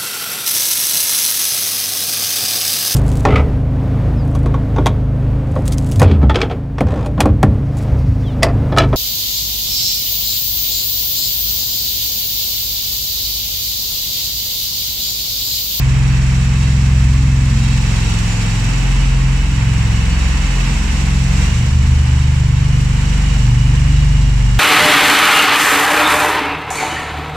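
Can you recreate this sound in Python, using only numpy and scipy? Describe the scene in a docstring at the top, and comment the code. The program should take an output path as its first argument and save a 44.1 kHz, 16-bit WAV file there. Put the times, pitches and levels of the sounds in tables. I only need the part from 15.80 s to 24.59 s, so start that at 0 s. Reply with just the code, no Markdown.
"""Floor polisher in a bare hall

A ride-on polisher glides over wet concrete, its twin-cylinder engine droning and revving up once.
Each low exhaust harmonic swells and fades as the machine moves through the hall's standing waves.
Over the drone the discs grind, ring and squeak, the cooling fan whines and the valves tick faintly."""
import sys
import numpy as np
from scipy import signal
from scipy.fft import rfft, irfft, next_fast_len
from scipy.io import wavfile
from scipy.ndimage import uniform_filter1d, minimum_filter1d, map_coordinates

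SR = 44100
rng = np.random.default_rng(int(sys.argv[2]) if len(sys.argv) > 2 else 0)


def unload_audio(sound):
    """Save the sound as a 16-bit wav file, at the path given as the first command line argument."""
    columns = np.transpose(np.atleast_2d(sound))
    # keep every value between -1 and 1, then stretch to whole-number steps
    steps = np.round(np.clip(columns, -1, 1) * 32767)
    wavfile.write(sys.argv[1], SR, steps.astype(np.int16))


N = 387638

# Level rides of exhaust harmonics 2, 3, 5 and 6 through the standing waves: t/s, level/dB
RIDE_2 = [(0.0, -22.5), (0.58, -19.5), (0.92, -24.5), (1.84, -18.5), (2.65, -20.5), (3.16, -14.0),
          (3.64, -15.5), (3.84, -22.5), (4.8, -15.5), (5.2, -20.0), (6.5, -24.0), (7.35, -14.5),
          (8.78, -13.0)]
RIDE_3 = [(0.0, -17), (0.58, -16.5), (1.16, -13.5), (2.35, -21.5), (2.79, -38), (3.23, -22), (4.46, -15.5),
          (4.66, -19.5), (4.76, -35), (4.97, -18), (5.75, -19), (5.85, -17), (5.95, -11), (7.48, -22),
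          (8.2, -15.5), (8.78, -27)]
RIDE_5 = [(0.0, -24), (0.65, -31), (0.82, -21.5), (2.86, -19), (3.54, -44), (3.78, -19.5), (4.12, -16.5),
          (4.69, -40), (5.85, -18.5), (7.04, -16.5), (7.45, -27.5), (7.72, -12.5), (8.27, -22.5),
          (8.78, -16.5)]
RIDE_6 = [(0.0, -15.5), (1.94, -17), (2.48, -35), (2.86, -22), (3.5, -17), (3.64, -26), (3.88, -15.5),
          (4.22, -30.5), (4.9, -21.5), (5.03, -31.5), (5.41, -16.5), (6.02, -27.5), (6.9, -17.5),
          (7.14, -23.0), (8.33, -17), (8.78, -27.5)]
STRONG_HARMONICS = {2: RIDE_2, 3: RIDE_3, 5: RIDE_5, 6: RIDE_6}
# Fill of the drone: harmonic number, low-throttle level/dB, high-throttle level/dB
WEAK_HARMONICS = [(4, -35, -29.5), (7, -31, -34.5), (9, -39, -42.5), (10, -36, -39), (11, -41, -41),
                  (12, -43.5, -61), (13, -41, -52.5), (14, -52, -53.5), (17, -61, -57.5), (19, -62.5, -55),
                  (20, -58, -58), (21, -55, -75), (34, -62, -60), (36, -56, -49), (40, -74, -56)]
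# Extra ride on harmonics 9 to 11: t/s, level/dB
UPPER_RIDE = [(.2, -3.5), (1.3, 4), (2.1, 0.5), (2.8, 2), (3.7, -2.5), (5.3, 1), (6.7, -3), (7.5, 4),
              (8.7, -0.5)]
# Tone of the exhaust gas: f/Hz, level/dB
PUFF_EQ = [(15, -24), (35, -5), (90, -7.5), (170, 0), (260, -8.5), (340, -12.5), (420, -14.5), (500, -11),
           (570, -28.5), (900, -50), (2000, -60)]
# Bite of the discs on the slab: t/s, rasp level/dB, grit level/dB
BITE_RIDE = [(0.1, -32, -37), (0.55, -32, -35.5), (1.53, -34.5, -37), (2.13, -31, -32.5),
             (3.07, -30, -33.5), (3.47, -32.5, -37), (4.86, -29, -33), (5.46, -32, -34.5), (5.63, -28, -31),
             (5.7, -30.5, -33.5), (6.11, -34.5, -37.5), (6.25, -33, -36.5), (6.73, -35, -38.5),
             (7.31, -31.5, -35), (8.48, -34, -37), (8.7, -33.5, -37)]
# Midrange rasp of the grinding: f/Hz, level/dB
RASP_EQ = [(200, -14), (450, -7), (650, -4), (880, 0.5), (1100, 0), (1310, -3.5), (1600, -1), (2200, 0.5),
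           (2720, -2.5), (2850, -3.5), (3150, -6), (3500, -13.5), (6000, -45)]
# Bright hiss of the grit: f/Hz, level/dB
GRIT_EQ = [(1500, -13), (3400, -1), (3900, 1), (4250, 0), (4950, -0.5), (5400, 1.5), (5850, 3),
           (6300, -2.5), (7100, 2.5), (7900, 0.5), (8300, -4.5), (8900, -6), (10000, -19), (15000, -21.5)]
# Resonances of the discs and their housings: f/Hz, width/Hz, level/dB
DISC_MODES = [(870, 20, -6.5), (1376, 31, -6), (2150, 30, -10), (2686, 68, -2), (3243, 59, -5.5),
              (3837, 180, -8), (4497, 160, -8.5), (5380, 70, -9), (6950, 70, -7.5)]
# Swell of the singing disc: t/s, level/dB
SINGING_RIDE = [(1.6, -52), (2.3, -40), (4.1, -40), (4.6, -38), (6.3, -52.5), (7.6, -39.5), (8.79, -45)]
# Moments when a disc catches: t/s, f/Hz, half length/s, level/dB
DISC_CATCHES = [(2.52, 7100, 0.055, -36), (2.73, 7080, .03, -50), (4.33, 4500, 0.033, -38)]
# Decay of the hall: f/Hz, T60/s
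HALL_DECAY = [(100, 2.6), (1000, 1.5), (4000, 0.54), (12000, .5)]
# Stereo image of the scattered noise: f/Hz, left-right correlation
STEREO_CORRELATION = [(60, .999), (130, 0.98), (290, .88), (450, 0.17), (700, 0.16), (1400, 0.28),
                      (3000, 0.11), (15000, 0.06)]
# Balance of the whole mix: f/Hz, left minus right level/dB
STEREO_TILT = [(400, 0), (750, 0.5), (1300, -1.2), (2400, -5.5), (4400, -0.5), (6000, -2), (7200, -2.5),
               (9000, 3), (15000, -1)]

REV_S, REV_LENGTH_S = 5.5, 0.3  # when the throttle opens, and how long that takes


def engine():
    """Throttle (0-1), running count of firing cycles and unevenness of the firing, sample by sample."""
    t = np.arange(N) / SR
    throttle = np.clip((t - REV_S) / REV_LENGTH_S, 0, 1)
    low_hz = 21.73 + 0.06 * t  # creeps up
    high_hz = 24.82 - 0.28 * (t - REV_S)  # sags under the load
    hunt_hz = 0.0403 * wobble(2)  # the governor never quite holds the speed
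    cycle_hz = low_hz + throttle * (high_hz - low_hz) + hunt_hz
    rev_stumble = np.exp(-((t - REV_S - REV_LENGTH_S) / 0.52) ** 2)
    return throttle, np.cumsum(cycle_hz) / SR, 0.057 + 0.21 * rev_stumble


def exhaust(cycles, throttle, rough):
    """The drone: strong harmonics ride the standing waves, the 8th dips at nodes, weak ones wander."""
    throb = harmonic(cycles, 1, drift=0.25, spread=0.01, rough=rough)
    drone = amp(-41 + 13 * throttle) * throb
    for k, ride in STRONG_HARMONICS.items():
        sway_db = 0.43 * wobble(4)  # the machine shifts about
        db = curves(ride)[0] + 0.84 + sway_db
        drone += amp(db) * harmonic(cycles, k, drift=0.5, spread=0.014, rough=rough)
    first_node_s, node_gap_s, wall_echo = 1.595, 1.65, 0.45
    nodes = (np.arange(N) / SR - first_node_s) / node_gap_s
    standing_wave = np.abs(1 - wall_echo * np.exp(2j * np.pi * nodes))
    eighth = harmonic(cycles, 8, drift=0.3, spread=0.015, rough=rough)
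    drone += amp(-28 - 4 * throttle) * standing_wave * eighth
    upper_db, = curves(UPPER_RIDE)
    for k, low_db, high_db in WEAK_HARMONICS:
        db = low_db + throttle * (high_db - low_db) + 2 * wobble(3.487)
        if 9 <= k <= 11:
            db += upper_db
        drone += amp(db) * harmonic(cycles, k, drift=0.65, spread=0.026, rough=rough + 0.18)
    return drone


def harmonic(cycles, k, drift, spread, rough):
    """One exhaust partial; the changing path turns its phase, a little differently left and right."""
    phase = 2 * np.pi * (k * cycles + rng.random()) + drift * wobble(0.76)
    stereo_phase = spread * k * wobble(0.95) * np.array([[1], [-1]])
    strength = 1 + rough * wobble(24)  # firings differ in punch
    jitter = rough * wobble(24)  # and in timing
    return np.sqrt(2) * strength * np.sin(phase + stereo_phase + jitter)


def rev_flutter(drone):
    """During the rev the hall still holds the lower pitches, which beat against the new ones."""
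    t = np.arange(N) / SR
    send = np.exp(-((t - REV_S - REV_LENGTH_S / 2) / (REV_LENGTH_S / 2)) ** 2)
    echo = hall(drone.mean(0) * send).mean(0)
    peak_rms = np.sqrt(uniform_filter1d(echo ** 2, size=SR // 4).max())
    return amp(-20) * echo / peak_rms


def discs(cycles, rasp_db, grit_db, throttle):
    """Abrasive discs rasp and hiss over the slab, swelling as they turn, and their metal rings."""
    def modes(hz):
        return np.sqrt(sum((amp(db) * resonance(hz, f, width)) ** 2 for f, width, db in DISC_MODES))
    turning = np.sin(2 * np.pi * 2.9 * np.arange(N) / SR)
    rasp = amp(rasp_db + 2 + 0.14 * turning + 0.55 * wobble(25)) * noise_bed(RASP_EQ)
    valve_ticks = 1 + 0.087 * strokes(cycles, offset=0.077, decay=0.11)
    hiss = amp(grit_db + 2.5 + 0.1 * turning + 0.55 * wobble(40)) * valve_ticks * noise_bed(GRIT_EQ)
    ring = amp(grit_db - 5 - throttle + 2.5 * wobble(9)) * diffuse(modes)
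    return rasp + hiss + ring


def puffs(cycles, load_db):
    """Turbulent gas chuffs out of the silencer with every firing, more of it under load."""
    db = load_db + 0.4 + 0.4 * wobble(4.35)
    pulsing = 1 + 0.12 * strokes(cycles, offset=0.375, decay=0.26)
    return amp(db) * unit(noise_bed(PUFF_EQ) * pulsing)


def fan(cycles, level_db):
    """The cooling fan whines at 60 times the shaft speed, shaken by each firing, blurred by the hall."""
    shaft_turns = 2 * cycles
    shake = 1.4 * wobble(90) + 1.4 * np.sin(2 * np.pi * cycles)
    whine = np.sin(2 * np.pi * 60 * shaft_turns + shake)
    return amp(level_db) * hall(whine)


def singing_disc():
    """One sharp resonance of a disc, kept ringing unevenly by friction."""
    db = curves(SINGING_RIDE)[0] + wobble(8)
    return amp(db) * diffuse(lambda hz: resonance(hz, centre_hz=2912, width_hz=60))


def squeaks():
    """Brief, thin squeals as a disc catches on the wet slab."""
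    t = np.arange(N) / SR
    out = np.zeros((2, N))
    for at_s, hz, half_s, db in DISC_CATCHES:
        waver = 0.69 * np.array([wobble(100), wobble(83)])
        envelope = amp(db) * np.exp(-((t - at_s) / half_s) ** 2)
        out += envelope * np.sqrt(2) * np.sin(2 * np.pi * hz * t + waver)
    return out


def hall(x):
    """Fully wet reverb at rms 1, its tail darkening as it dies; the source is already sounding."""
    hz, t, noise = signal.stft(rng.standard_normal((2, SR)), SR, nperseg=256)
    decay = amp(-60 * t / along(HALL_DECAY, hz)[:, None])
    tail = signal.istft(noise * decay, SR)[1]
    pre_rolled = np.pad(x, (SR, 0), mode="reflect")
    return unit(signal.fftconvolve(pre_rolled[None], tail, axes=1)[:, SR:SR + N])


def diffuse(colour):
    """Hall-scattered noise at rms 1, shaped by colour(hz): centred in the bass, wide in the treble."""
    def response(hz):
        width = np.arccos(np.clip(along(STEREO_CORRELATION, hz), -1, 1)) / 2
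        return colour(hz) * np.array([np.cos(width), np.sin(width)])
    mid, side = filtered(rng.standard_normal((2, N)), response)
    return unit(np.array([mid + side, mid - side]))


def noise_bed(eq):
    """Diffuse noise through an EQ curve."""
    return diffuse(lambda hz: amp(along(eq, hz)))


def strokes(cycles, offset, decay):
    """Zero-mean pulses, one per cylinder; the second one's offset and the decay are in cycles."""
    bursts = np.exp(-(cycles % 1) / decay) + np.exp(-((cycles - offset) % 1) / decay)
    return unit(bursts - bursts.mean())


def resonance(hz, centre_hz, width_hz):
    """A resonant peak of height 1."""
    return 1 / (1 + (2 * (hz - centre_hz) / width_hz) ** 2)


def wobble(rate, size=2048):
    """Smooth random modulation, rate new values a second."""
    positions = np.linspace(0, N / SR * rate, size)
    coarse = map_coordinates(rng.standard_normal(size), [positions], mode="wrap")
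    return np.interp(np.arange(N), np.linspace(0, N, size), coarse)


def curves(rows):
    """Automation lanes, one for each column after the time."""
    times, *columns = np.transpose(rows)
    return [np.interp(np.arange(N) / SR, times, column) for column in columns]


def along(points, hz):
    """Breakpoints joined on a log frequency axis."""
    freqs, values = np.transpose(points)
    return np.interp(np.log(hz + 1), np.log(freqs + 1), values)


def filtered(x, response):
    """Zero-phase EQ with gain response(hz)."""
    size = next_fast_len(N + SR // 4)
    return irfft(rfft(x, size) * response(np.fft.rfftfreq(size, 1 / SR)), size)[..., :N]


def amp(db):
    """Decibels to gain."""
    return 10 ** (np.asarray(db) / 20)


def unit(x):
    """Normalised to rms 1."""
    return x / np.sqrt(np.mean(x ** 2) + 1e-20)


def scene():
    """The mix: the throttle drives the pitch, the bite of the discs rides the noise and fan levels."""
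    throttle, cycles, rough = engine()
    rasp_db, grit_db = curves(BITE_RIDE)
    drone = exhaust(cycles, throttle, rough)
    whine = fan(cycles, level_db=rasp_db - 9.5 + 2.5 * throttle)
    machine = drone + rev_flutter(drone) + puffs(cycles, load_db=rasp_db) + whine
    floor = discs(cycles, rasp_db, grit_db, throttle) + singing_disc() + squeaks()
    sides = np.array([[0.5], [-0.5]])
    return filtered(machine + floor, lambda hz: amp(along(STEREO_TILT, hz) * sides))


def record(dry):
    """Master chain: a gentle limiter ducks the tallest peaks, then a brick-wall low-pass."""
    ceiling, window, cutoff_hz = 0.82, SR // 20, 15150
    needed = np.minimum(1, ceiling / (np.abs(dry).max(0) + 1e-9))
    gain = uniform_filter1d(minimum_filter1d(needed, size=window), size=window)
    return filtered(dry * gain, lambda hz: hz < cutoff_hz)


dry = scene()
out = record(dry)
unload_audio(out)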